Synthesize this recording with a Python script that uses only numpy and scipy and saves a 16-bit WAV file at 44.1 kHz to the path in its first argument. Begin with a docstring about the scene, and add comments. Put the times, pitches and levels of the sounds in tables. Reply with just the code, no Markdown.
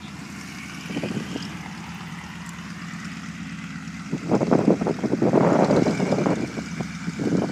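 """A nine-cylinder radial aircraft engine runs at taxiing speed, far off across a grass airfield.
Uneven exhaust pulses throb in the ring-shaped pipe that collects them, each with a dry crackle,
over the rush of the propeller and a gliding rasp. Gusts of wind buffet the microphone, hardest
in the second half. A faint chirp, a few tiny squeaks and two small ticks are heard early on."""
import sys
import numpy as np
from scipy import signal
from scipy.io import wavfile

SR = 44100
rng = np.random.default_rng(int(sys.argv[2]) if len(sys.argv) > 2 else 0)


def inscribe(sig):
    """Save sig as 16-bit PCM at rate SR to the path in sys.argv[1].

    A 1-D sig is mono; a 2-D sig holds one channel per row.
    Samples are clipped to [-1, 1] before scaling.
    """
    pcm = np.round(np.clip(np.atleast_2d(sig).T, -1, 1) * 32767)
    wavfile.write(sys.argv[1], SR, pcm.astype(np.int16))


N = 331191
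TIME = np.arange(N) / SR

# how fast the engine turns: t/s, speed/(crank turns per minute)
ENGINE_SPEED = [(0.0, 1100.1), (0.5, 1076.9), (1.0, 1056.1), (1.5, 1038.6), (2.0, 1039.5), (2.5, 1033.2),
                (3.0, 1028.2), (3.5, 1017.9), (4.0, 1012.3), (4.5, 1013.6), (5.0, 1022.8), (5.5, 1015.2),
                (6.0, 1018.4), (6.5, 1007.6), (7.0, 1013.4), (7.51, 1027.9)]
# cylinders in firing order: pulse level/dB, travel time through the pipe/s, crackle level/dB
FIRING_ORDER = [(-7.3, .0028, -9), (-.9, .0015, -4), (.7, .0043, 0), (-6.6, .0009, -6), (-15.6, .0013, -2),
                (1, .0015, -6), (-2.4, .0055, 2), (-.2, .0034, -6), (-4.8, 0, -2)]
# notes at which the exhaust pipe rings: f/Hz, width/Hz, relative level/dB, sign (+1 or -1)
PIPE_NOTES = [(94, 12, -17, -1), (111, 12.4, -12.9, -1), (113, 24.7, -18.2, 1), (150, 15.6, -2, 1),
              (171, 12, 2, -1), (199, 15, -5, -1), (229, 15, -8.5, 1), (264, 13, -10.4, 1)]
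# exhaust throb: t/s, level/dB, overtone boost/(dB per octave)
EXHAUST_LEVELS = [(0, -38.5, -6), (.7, -39.5, 2), (1.6, -35.5, -3), (2.3, -36, -14), (3.1, -36, 12),
                  (4, -35, 9.5), (5, -37.5, 13), (6.6, -35.5, 9.5), (7.5, -33, -3)]
# propeller rush: t/s, level/dB, boost of its low side/dB, boost of its high edge/dB
PROPELLER_LEVELS = [(0, -48.5, 13, 10), (.2, -44, 10, -5), (.7, -41.5, 3, -5), (1.35, -41.5, 5, 6.5),
                    (1.7, -43, 9.5, 7), (2.3, -45, 12.5, 9), (3, -42.5, 4, 4.5), (3.6, -45.5, 4, 11),
                    (4.1, -46.5, 7, 2), (5.1, -43, -12, -19), (5.6, -37, 20, -17), (6, -41, 13, -3),
                    (6.5, -41.5, 1, -5), (7.5, -42, 5, -8)]
# tone colour of that rush: f/Hz, relative level/dB
PROPELLER_SPECTRUM = [(250, 17), (350, 2), (480, -10.5), (650, -8), (900, -1.5), (1350, 7.5), (1800, 4),
                      (2250, 4.5), (2800, -4.5), (3500, -16), (4500, -56)]
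# exhaust crackle: t/s, relative level/dB, relative level of the top octave/dB
CRACKLE_LEVELS = [(0, -53.5, -69), (.4, -48, -59), (1.36, -48, -63), (1.65, -51, -65), (2.45, -52.5, -66),
                  (3.1, -49, -66.5), (3.5, -52.5, -70.5), (4.5, -48.5, -68.5), (5.15, -51, -69.5),
                  (5.9, -43.5, -64.5), (6.3, -47.5, -66.5), (7.5, -47.5, -66.5)]
# tone colour of that crackle: f/Hz, relative level/dB
CRACKLE_SPECTRUM = [(2800, -3), (3500, -2), (4200, -2.5), (5000, 2), (6000, 0.5), (7000, -1.5), (8200, -8),
                    (9500, -15.5), (11500, -17), (13000, -33), (15000, -18)]
# lag of the echo, shrinking as the aircraft moves: t/s, delay/s
ECHO_DELAY = [(0, .00292), (.5, .00273), (1, .00256), (1.5, .00239), (2, .00224), (2.4, .00208),
              (2.7, .00182), (3, .00157), (3.5, .00151), (5, .00149), (5.6, .00146), (6, .00138),
              (7.5, .00132)]
# three rasping resonances that glide as the aircraft moves: t/s, f/Hz, relative level/dB
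LOW_RASP_GLIDE = [(0, 795, -71), (1, 806, -57), (1.6, 858, -50.5), (2.15, 940, -56), (2.55, 1084, -51),
                  (2.75, 1300, -55), (3.03, 1400, -47.5), (3.3, 1440, -57), (3.8, 1460, -47.5),
                  (4.4, 1447, -59), (6, 1546, -47.5), (6.901, 1450, -56), (7.5, 1500, -49)]
MID_RASP_GLIDE = [(0.05, 2180, -68), (0.501, 2230, -50), (1, 2380, -47), (1.4, 2474, -66),
                  (1.65, 2070, -50), (1.85, 1922, -58), (2.25, 1940, -47), (2.55, 1930, -52),
                  (2.72, 1798, -51), (3.02, 1920, -46.5), (3.2, 1974, -52), (3.5, 1962, -51.5),
                  (4, 1990, -51.5), (4.5, 2152, -54.5), (5.3, 2112, -56.5), (5.951, 2270, -43),
                  (6.4, 2274, -49), (7.5, 2290, -53)]
HIGH_RASP_GLIDE = [(.2, 2565, -56), (.52, 2650, -51), (.95, 2850, -46.5), (1.251, 2940, -51),
                   (1.43, 3064, -45.5), (1.549, 2840, -58), (1.76, 2610, -57), (2.05, 2863, -54),
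                   (2.6, 2840, -66), (2.8, 2300, -69), (3.4, 2420, -55), (4.1, 2480, -54.5),
                   (4.7, 2478, -52), (5.401, 2486, -56.5), (5.998, 2775, -57), (7.5, 2850, -63)]
# tone colour of the open air: f/Hz, relative level/dB
AIR_SPECTRUM = [(20, -4), (45, -15), (65, 0), (120, 10), (300, -6), (1000, -3), (4000, -24)]
# light breeze between the gusts: t/s, strength/dB
BREEZE_LEVELS = [(0, -52), (.7, -54), (1.25, -45.5), (1.9, -54.5), (4.0, -57.5), (4.3, -58), (6.5, -41),
                 (6.95, -59.5), (7.5, -54)]
# gusts at the microphone: start t/s, length/s, strength/dB, brightness/(dB per octave)
WIND_GUSTS = [(0.899, 0.014, -39.5, 0.5), (0.962, 0.013, -30.5, 0), (1.025, 0.047, -36.5, -1),
              (1.1, 0.016, -40, 0), (1.145, 0.04, -40.5, -4), (1.351, 0.01, -37, -6),
              (4.128, 0.031, -33.5, -7.5), (4.298, 0.01, -27, -4), (4.311, 0.049, -19, -1),
              (4.409, 0.018, -22, 2), (4.469, 0.012, -28, -1), (4.527, 0.031, -19.5, 2),
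              (4.575, 0.047, -22.5, -1.5), (4.635, 0.019, -27.5, 0), (4.673, 0.067, -22, -6),
              (4.812, 0.011, -23.5, 4), (4.861, 0.037, -22.5, 3.5), (4.986, 0.0067, -33, 8),
              (5.036, 0.016, -25, -1), (5.099, 0.04, -29, 0), (5.225, 0.022, -25, -2),
              (5.253, 0.039, -21, -3), (5.341, 0.044, -18, -1.5), (5.403, 0.011, -25, -7),
              (5.425, 0.067, -18.5, 2), (5.49, 0.074, -19.5, 3.5), (5.589, 0.063, -20.5, 2.5),
              (5.696, 0.018, -19.5, -4), (5.725, 0.083, -22, -1), (5.856, 0.07, -23, 0.5),
              (5.994, 0.041, -22.5, 0), (6.06, 0.051, -26, 2.5), (6.119, 0.12, -24, 2.5),
              (6.26, 0.077, -24.5, 3), (6.369, 0.075, -31, -1.5), (6.57, 0.018, -32.5, 3),
              (6.801, 0.0068, -31.5, -3), (7.073, 0.022, -44, -8), (7.203, 0.086, -32, -4),
              (7.316, 0.077, -29.5, -5), (7.425, 0.021, -24, 4.5), (7.49, 0.008, -30.5, -3)]
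# tone colour of the wind: f/Hz, relative level/dB
WIND_SPECTRUM = [(24, -77), (40, -49), (48, -44), (52, -34), (63, -9.5), (177, 7.5), (497, -2.5),
                 (757, -16.5), (1080, -18.5), (1440, -45), (1900, -39), (2470, -81), (4180, -120)]
# the hardest eddies (swirls of air) in the gusts: t/s, relative peak level/dB, rough centre f/Hz
HARD_EDDIES = [(.897, -23, 440), (0.976, -17.5, 590), (1.035, -12, 543), (1.044, -19, 600),
               (1.058, -14, 444), (1.116, -16.5, 400), (1.168, -13.5, 273), (1.205, -22.5, 400),
               (1.329, -24.5, 452), (1.36, -16, 550), (4.316, -8, 485), (4.324, -13, 506),
               (4.335, -2.5, 522), (4.412, -10.5, 550), (4.43, -5, 505), (4.47, -15, 550),
               (4.514, -5.5, 590), (4.525, 0, 393), (4.53, -4.5, 1140), (4.536, -7, 1020), (4.552, -2, 347),
               (4.591, -6.5, 646), (4.607, -14, 600), (4.641, -14, 500), (4.678, -2, 325),
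               (4.693, -19, 401), (4.705, 1, 483), (4.726, -18, 657), (4.821, -15, 480), (4.869, -8.5, 750),
               (4.908, -6, 398), (4.988, -18.5, 696), (5.038, -14, 449), (5.054, -10.5, 450),
               (5.133, -5.5, 372), (5.22, -9.5, 422), (5.238, -14, 417), (5.255, -8, 412), (5.275, -4, 500),
               (5.285, -6.5, 606), (5.293, -14, 650), (5.332, -4, 514), (5.355, -8, 500), (5.376, 1, 543),
               (5.4, -7, 470), (5.408, -6.5, 984), (5.448, -3, 838), (5.476, -11.5, 904), (5.521, -3, 500),
               (5.535, -9, 1200), (5.541, -12, 600), (5.554, -3, 550), (5.59, -5, 603), (5.609, -7.5, 800),
               (5.623, 0, 604), (5.633, -5, 1100), (5.648, -10, 503), (5.684, -9, 560), (5.701, -8, 820),
               (5.767, -8, 510), (5.795, -13, 500), (5.821, -1.5, 298), (5.998, -13, 600), (6.025, -9, 394),
               (6.081, -13, 546), (6.126, -5, 617), (6.142, -12.5, 550), (6.184, -9, 543),
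               (6.207, -16.5, 564), (6.259, -5, 1100), (6.266, -5.5, 537), (6.275, -10, 1150),
               (6.319, -8, 535), (6.434, -13.5, 296.4), (6.589, -16, 600), (6.807, -12.5, 805),
               (7.196, -13, 304), (7.239, -13.5, 660), (7.271, -7, 330), (7.282, -17, 380),
               (7.326, -13, 350), (7.351, -7, 430), (7.381, -10, 374), (7.42, -8, 552), (7.445, -13, 700)]
# the sharpest exhaust cracks: t/s, relative peak level/dB, ring f/Hz
EXHAUST_CRACKS = [(1.3724, -31, 5150), (1.402, -33, 4870), (1.424, -25, 5000), (1.45, -28.5, 5400),
                  (3.046, -30.5, 5300), (5.644, -25, 4224), (5.709, -26.5, 4800), (5.762, -26, 4040),
                  (5.879, -29, 4040), (5.908, -28, 5010), (6.1148, -28.5, 5000)]
# faint high squeaks close by: start t/s, length/s, level/dB
NEAR_SQUEAKS = [(1.855, .04, -68), (1.938, .018, -57), (1.965, .035, -66), (2.05, .06, -64),
                (2.275, .045, -65)]
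# small ticks close by: t/s, relative level/dB, ring f/Hz, time to fade by 60 dB/s
NEAR_TICKS = [(2.463, -26, 7700, 0.0027), (2.492, -22.5, 7400, 0.0064)]


def from_db(db):
    """Turn decibels into a factor to multiply by."""
    return 10 ** (np.asarray(db) / 20)


def rms_one(x):
    """Scale a signal so that its average size (rms) is 1."""
    return x / np.sqrt(np.mean(x ** 2) + 1e-20)


def in_time(rows):
    """Join a table's rows with straight lines: one curve for each column after the time."""
    seconds, *columns = np.transpose(rows)
    return [np.interp(TIME, seconds, column) for column in columns]


def butter(x, hz, kind, order=2):
    """Keep the lows, the highs or a band; a higher order cuts more steeply."""
    return signal.sosfilt(signal.butter(order, hz, kind, fs=SR, output="sos"), x + 1e-18)


def resonate(x, hz, width_hz):
    """Make a signal ring at one pitch; the narrower the width, the longer it rings."""
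    r = np.exp(-np.pi * width_hz / SR)
    feedback = [1, -2 * r * np.cos(2 * np.pi * hz / SR), r * r]
    return signal.lfilter(np.array([1, 0, -1]) * (1 - r * r) / 2, feedback, x + 1e-18)


def drift(rate):
    """A smooth random wobble of size about 1 that changes about rate times a second."""
    r = np.exp(-40 * np.pi * rate / SR)
    slow = signal.lfilter([1], [1, -2 * r, r * r], rng.standard_normal(N // 20 + 4002))[4000:]
    return np.interp(np.arange(N) / 20, np.arange(len(slow)), rms_one(slow))


def noise_bands(spectrum, count):
    """Noise of a given tone colour, as (centre f/Hz, band) pairs; the bands add up to rms 1."""
    hz, db = np.transpose(spectrum)
    edges = np.geomspace(hz[0], min(hz[-1], SR / 2 - 1), count + 1)
    centres = np.sqrt(edges[1:] * edges[:-1])
    gains = from_db(np.interp(np.log(centres), np.log(hz), db))
    white = rng.standard_normal((2, N))
    bands = np.array([g * butter(white[k % 2], edges[k:k + 2], "band") for k, g in enumerate(gains)])
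    return list(zip(centres, bands / bands.sum(0).std()))


def clicks(times, heights):
    """One-sample clicks at the given times."""
    at = np.round(times * SR).astype(int)
    inside = (at >= 0) & (at < N)
    return np.bincount(at[inside], heights[inside], N)


def cycles():
    """Count the engine cycles done at each sample; one cycle is two crank turns."""
    return np.cumsum(in_time(ENGINE_SPEED)[0]) / (2 * 60 * SR)


def firings(first_s=.0082):
    """The time and the cylinder's table row for every firing; each cylinder fires once a cycle."""
    fired = cycles() * len(FIRING_ORDER)
    number = np.arange(int(fired[-1]))
    times = np.interp(number, fired, TIME) + first_s
    return times, np.array(FIRING_ORDER)[number % len(FIRING_ORDER)]


def exhaust(times, cylinders, uneven_db=1.4, jitter_s=.0001, band_hz=(69, 295)):
    """Pulses of unequal strength and travel time make the pipe ring and throb."""
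    level_db, overtones_db = in_time(EXHAUST_LEVELS)
    pulse_db, travel_s, _ = cylinders.T
    timing, strength = rng.standard_normal((len(times), 2)).T
    pulses = clicks(times + travel_s + jitter_s * timing, from_db(pulse_db + uneven_db * strength))
    pipe = 0
    for hz, width_hz, db, sign in PIPE_NOTES:
        octaves_up = max(np.log2(hz / 180), 0)
        pipe += sign * from_db(db + overtones_db * octaves_up) * resonate(pulses, hz, width_hz)
    return from_db(level_db) * rms_one(butter(pipe, band_hz, "band", order=4))


def drone(level_db=-50.5, waver_db=3.0):
    """A low tone at the firing rate that wavers in loudness."""
    tone = np.sqrt(2) * np.sin(2 * np.pi * len(FIRING_ORDER) * cycles())
    return from_db(level_db + waver_db * drift(16)) * tone


def gas_bursts(times, cylinders, share, uneven_db, decay_s=.0041, opening_hz=450):
    """A loudness curve: a share of its power leaps as each valve opens, then quickly dies away."""
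    crackle_db = cylinders[:, 2] + uneven_db * np.minimum(rng.standard_normal(len(times)), 1)
    openings = clicks(times - .001, from_db(crackle_db) ** 2)
    power = signal.lfilter([1], [1, -np.exp(-1 / (decay_s * SR))], openings + 1e-18)
    power = np.abs(butter(power, opening_hz, "low", order=1))
    return np.sqrt(1 - share + share * power / power.mean())


def propeller(times, cylinders, low_hz=800, edge_hz=3000, patchy_db=1.5):
    """A broad rush that flutters with the firings; its lows and highs shift as the aircraft turns."""
    level_db, low_db, edge_db = in_time(PROPELLER_LEVELS)
    rush = 0
    for hz, band in noise_bands(PROPELLER_SPECTRUM, count=14):
        near_low = np.clip(1 - 1.54 * np.abs(np.log2(hz / low_hz)), 0, 1)
        near_edge = np.clip(1 + 2 * np.log2(hz / edge_hz), 0, 1)
        rush += band * from_db(near_low * low_db + near_edge * edge_db + patchy_db * drift(10.4))
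    return rush * from_db(level_db) * gas_bursts(times, cylinders, share=.2, uneven_db=3.0)


def crackle(times, cylinders, gain_db=1.0, top_hz=10500, pulsed=.4, top_pulsed=.27, waver_db=.8):
    """The exhaust jet hisses in bursts, each with a tone colour of its own."""
    level_db, top_db = in_time(CRACKLE_LEVELS)
    bright_db = top_db - level_db - np.mean(top_db - level_db)
    hiss = 0
    for hz, band in noise_bands(CRACKLE_SPECTRUM, count=16):
        near_top = np.clip(1 + 2 * np.log2(hz / top_hz), 0, 1)
        share = pulsed + near_top * (top_pulsed - pulsed)
        bursts = gas_bursts(times, cylinders, share, uneven_db=17.0)
        hiss += band * bursts * from_db(near_top * bright_db + waver_db * drift(4.4))
    return hiss * from_db(level_db + gain_db)


def with_echo(x, strength=.3, dull_hz=4000, swirl=.01, swirls_per_s=4):
    """A close echo thins out some pitches; they rise as its delay shrinks and waver in moving air."""
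    delay_s = in_time(ECHO_DELAY)[0] * (1 + swirl * drift(swirls_per_s))
    echo = np.interp(TIME - delay_s, TIME, x)
    return x + strength * butter(echo, dull_hz, "low", order=1)


def rasp(times, cylinders, glide, width_hz, throb_db, bend, wander=.008, gain_db=2.0):
    """A gliding band of noise pulses with the firings; it swells and bends in pitch once a cycle."""
    hz, db = in_time(glide)
    swing = -np.cos(2 * np.pi * cycles())
    hz = hz * (1 + bend * swing + wander * drift(5))  # moving air makes the pitch wander
    noise = rng.standard_normal(N) + 1j * rng.standard_normal(N)
    slow = butter(noise, width_hz / 2, "low", order=3)
    ring = rms_one(np.real(slow * np.exp(2j * np.pi * np.cumsum(hz) / SR)))  # shifted up to hz
    bursts = gas_bursts(times, cylinders, share=.3, uneven_db=2.5)
    return from_db(db + gain_db + throb_db * swing) * ring * bursts


def open_air(level_db=-59.5):
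    """The soft, steady rush of the open air."""
    return from_db(level_db) * sum(band for _, band in noise_bands(AIR_SPECTRUM, count=9))


def airflow(rise_s=.0044, fall_s=.01, lull_db=-10.5, lull_s=.048):
    """Wind strength and brightness: each gust rises, holds and falls, with weaker flow around it."""
    flow, tilt_db = from_db(in_time(BREEZE_LEVELS)[0]), np.zeros(N)
    for start, length, db, bright_db in WIND_GUSTS:
        near = slice(max(round((start - .5) * SR), 0), round((start + length + .5) * SR))
        before = np.maximum(start - TIME[near], 0)
        after = np.maximum(TIME[near] - start - length, 0)
        gust = np.clip(1 - before / rise_s, 0, 1) * np.exp(-after / fall_s)
        lull = from_db(lull_db) * np.exp(-(before + after) / lull_s)
        flow[near] = np.maximum(flow[near], from_db(db) * np.maximum(gust, lull))
        tilt_db[near] += bright_db * gust
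    return 20 * np.log10(flow), tilt_db


def wind(flow_db, tilt_db, gain_db=3.5, lumpy_db=3.0, lumps_per_s=45, strong_db=-26, calm_db=-50):
    """Air churns in lumps at the microphone; stronger flow makes smaller, brighter eddies."""
    blowing = 1 / (1 + from_db(calm_db - flow_db) ** 2)  # very light air hardly churns
    flow_db = flow_db + lumpy_db * (np.minimum(drift(lumps_per_s), 2) - .5)
    db_per_octave = tilt_db + .72 * (np.minimum(flow_db, -17) - strong_db)
    roar = 0
    for hz, band in noise_bands(WIND_SPECTRUM, count=14):
        roar += band * from_db(db_per_octave * np.log2(max(hz, 250) / 450))
    return roar * blowing * from_db(flow_db + gain_db)


def small_eddies(flow_db, gain_db=-7.0, eddies_per_s=110, uneven_db=3.0, low_hz=240, high_hz=700):
    """Small eddies strike at random and make the gusts crackle."""
    sizes = from_db(uneven_db * np.minimum(rng.standard_normal(N), 1.5)) * rng.choice([-1, 1], N)
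    strikes = sizes * (rng.random(N) < eddies_per_s / SR)
    pops = butter(butter(strikes, high_hz, "low", order=4), low_hz, "high")
    return from_db(flow_db + gain_db) * rms_one(pops)


def chirp(start_s=.0046, length_s=.1, hz=3550, width_hz=600, level_db=-48.0):
    """A brief, faint, hoarse chirp: a narrow band of noise swells and fades."""
    swell = np.sin(np.pi * np.clip((TIME - start_s) / length_s, 0, 1))
    ring = resonate(resonate(rng.standard_normal(N), hz, width_hz), hz, width_hz)
    return from_db(level_db) * swell * rms_one(ring)


def buffets(gain_db=-4.0, wake=.044, wake_s=.0055, low_cut_hz=170):
    """Each hard eddy gives one blunt jump in pressure and a short, ragged wake."""
    out, age = np.zeros(N + SR), TIME[:SR // 10]
    for start, db, hz in HARD_EDDIES:
        push = wake * rng.standard_normal(len(age)) * np.exp(-age / wake_s)
        push[0] += 1  # the jump itself
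        puff = butter(butter(push, 1.13 * hz, "low", order=4), low_cut_hz, "high")
        at = round(start * SR)
        out[at:at + len(age)] += from_db(db + gain_db) * puff / np.abs(puff).max()
    return out[:N]


def cracks(gain_db=-1.5, decay_s=.0056, width_hz=230, hiss=.041):
    """A hard firing spits a burst of gas that rings briefly in the thin steel."""
    out, age = np.zeros(N), TIME[:SR // 25]
    for start, db, hz in EXHAUST_CRACKS:
        burst = rng.standard_normal(len(age)) * np.exp(-age / decay_s)
        crack = resonate(burst, hz, width_hz) + hiss * butter(burst, [3000, 8000], "band", order=3)
        at = round(start * SR)
        out[at:at + len(age)] += from_db(db + gain_db) * crack / np.abs(crack).max()
    return butter(out, 11400, "low", order=4)


def squeaks(pitches_hz=(11900, 14900), width_hz=520):
    """Tiny rubbing squeaks close by, each swelling and fading at two very high pitches."""
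    swell = sum(from_db(db) * np.sin(np.pi * np.clip((TIME - start) / length, 0, 1))
                for start, length, db in NEAR_SQUEAKS)
    rub = rng.standard_normal(N)
    ring = sum(resonate(resonate(rub, hz, width_hz), hz, width_hz) for hz in pitches_hz)
    return swell * rms_one(ring)


def ticks(snap_gain=.21, snap_s=.0041, dull_hz=11000):
    """Each tick is a tiny snap with a brief ring."""
    out, age = np.zeros(N), TIME[:SR // 20]
    for start, db, hz, fade_s in NEAR_TICKS:
        snap = butter(rng.standard_normal(len(age)) * np.exp(-age / snap_s), hz / 2, "high")
        ring = np.sin(2 * np.pi * hz * age) * from_db(-60 * age / fade_s)
        at = round(start * SR)
        out[at:at + len(age)] += from_db(db) * (ring + snap_gain * snap)
    return butter(out, dull_hz, "low")


def scene():
    """Mix the far engine, the open air, the wind and the small sounds into one channel."""
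    times, cylinders = firings()
    hiss = with_echo(propeller(times, cylinders) + crackle(times, cylinders))
    rasps = (rasp(times, cylinders, LOW_RASP_GLIDE, width_hz=287, throb_db=.5, bend=.029)
             + rasp(times, cylinders, MID_RASP_GLIDE, width_hz=195, throb_db=3.0, bend=.023)
             + rasp(times, cylinders, HIGH_RASP_GLIDE, width_hz=530, throb_db=1.5, bend=.0097))
    engine = exhaust(times, cylinders) + drone() + hiss + rasps + cracks()
    air = open_air()
    flow_db, tilt_db = airflow()
    gusts = wind(flow_db, tilt_db) + small_eddies(flow_db) + buffets()
    gusts = butter(gusts, 118, "high", order=5)  # a steep low-cut filter keeps deep rumble out
    return (engine + air + gusts + ticks() + squeaks() + chirp())[None]


def record(dry, ceiling=.8, cutoff_hz=15350):
    """Round off the hardest buffets and cut the highest treble steeply."""
    rounded = dry / (1 + (dry / ceiling) ** 4) ** .25
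    return signal.sosfilt(signal.ellip(10, .2, 80, cutoff_hz, fs=SR, output="sos"), rounded)


dry = scene()
out = record(dry)
inscribe(out)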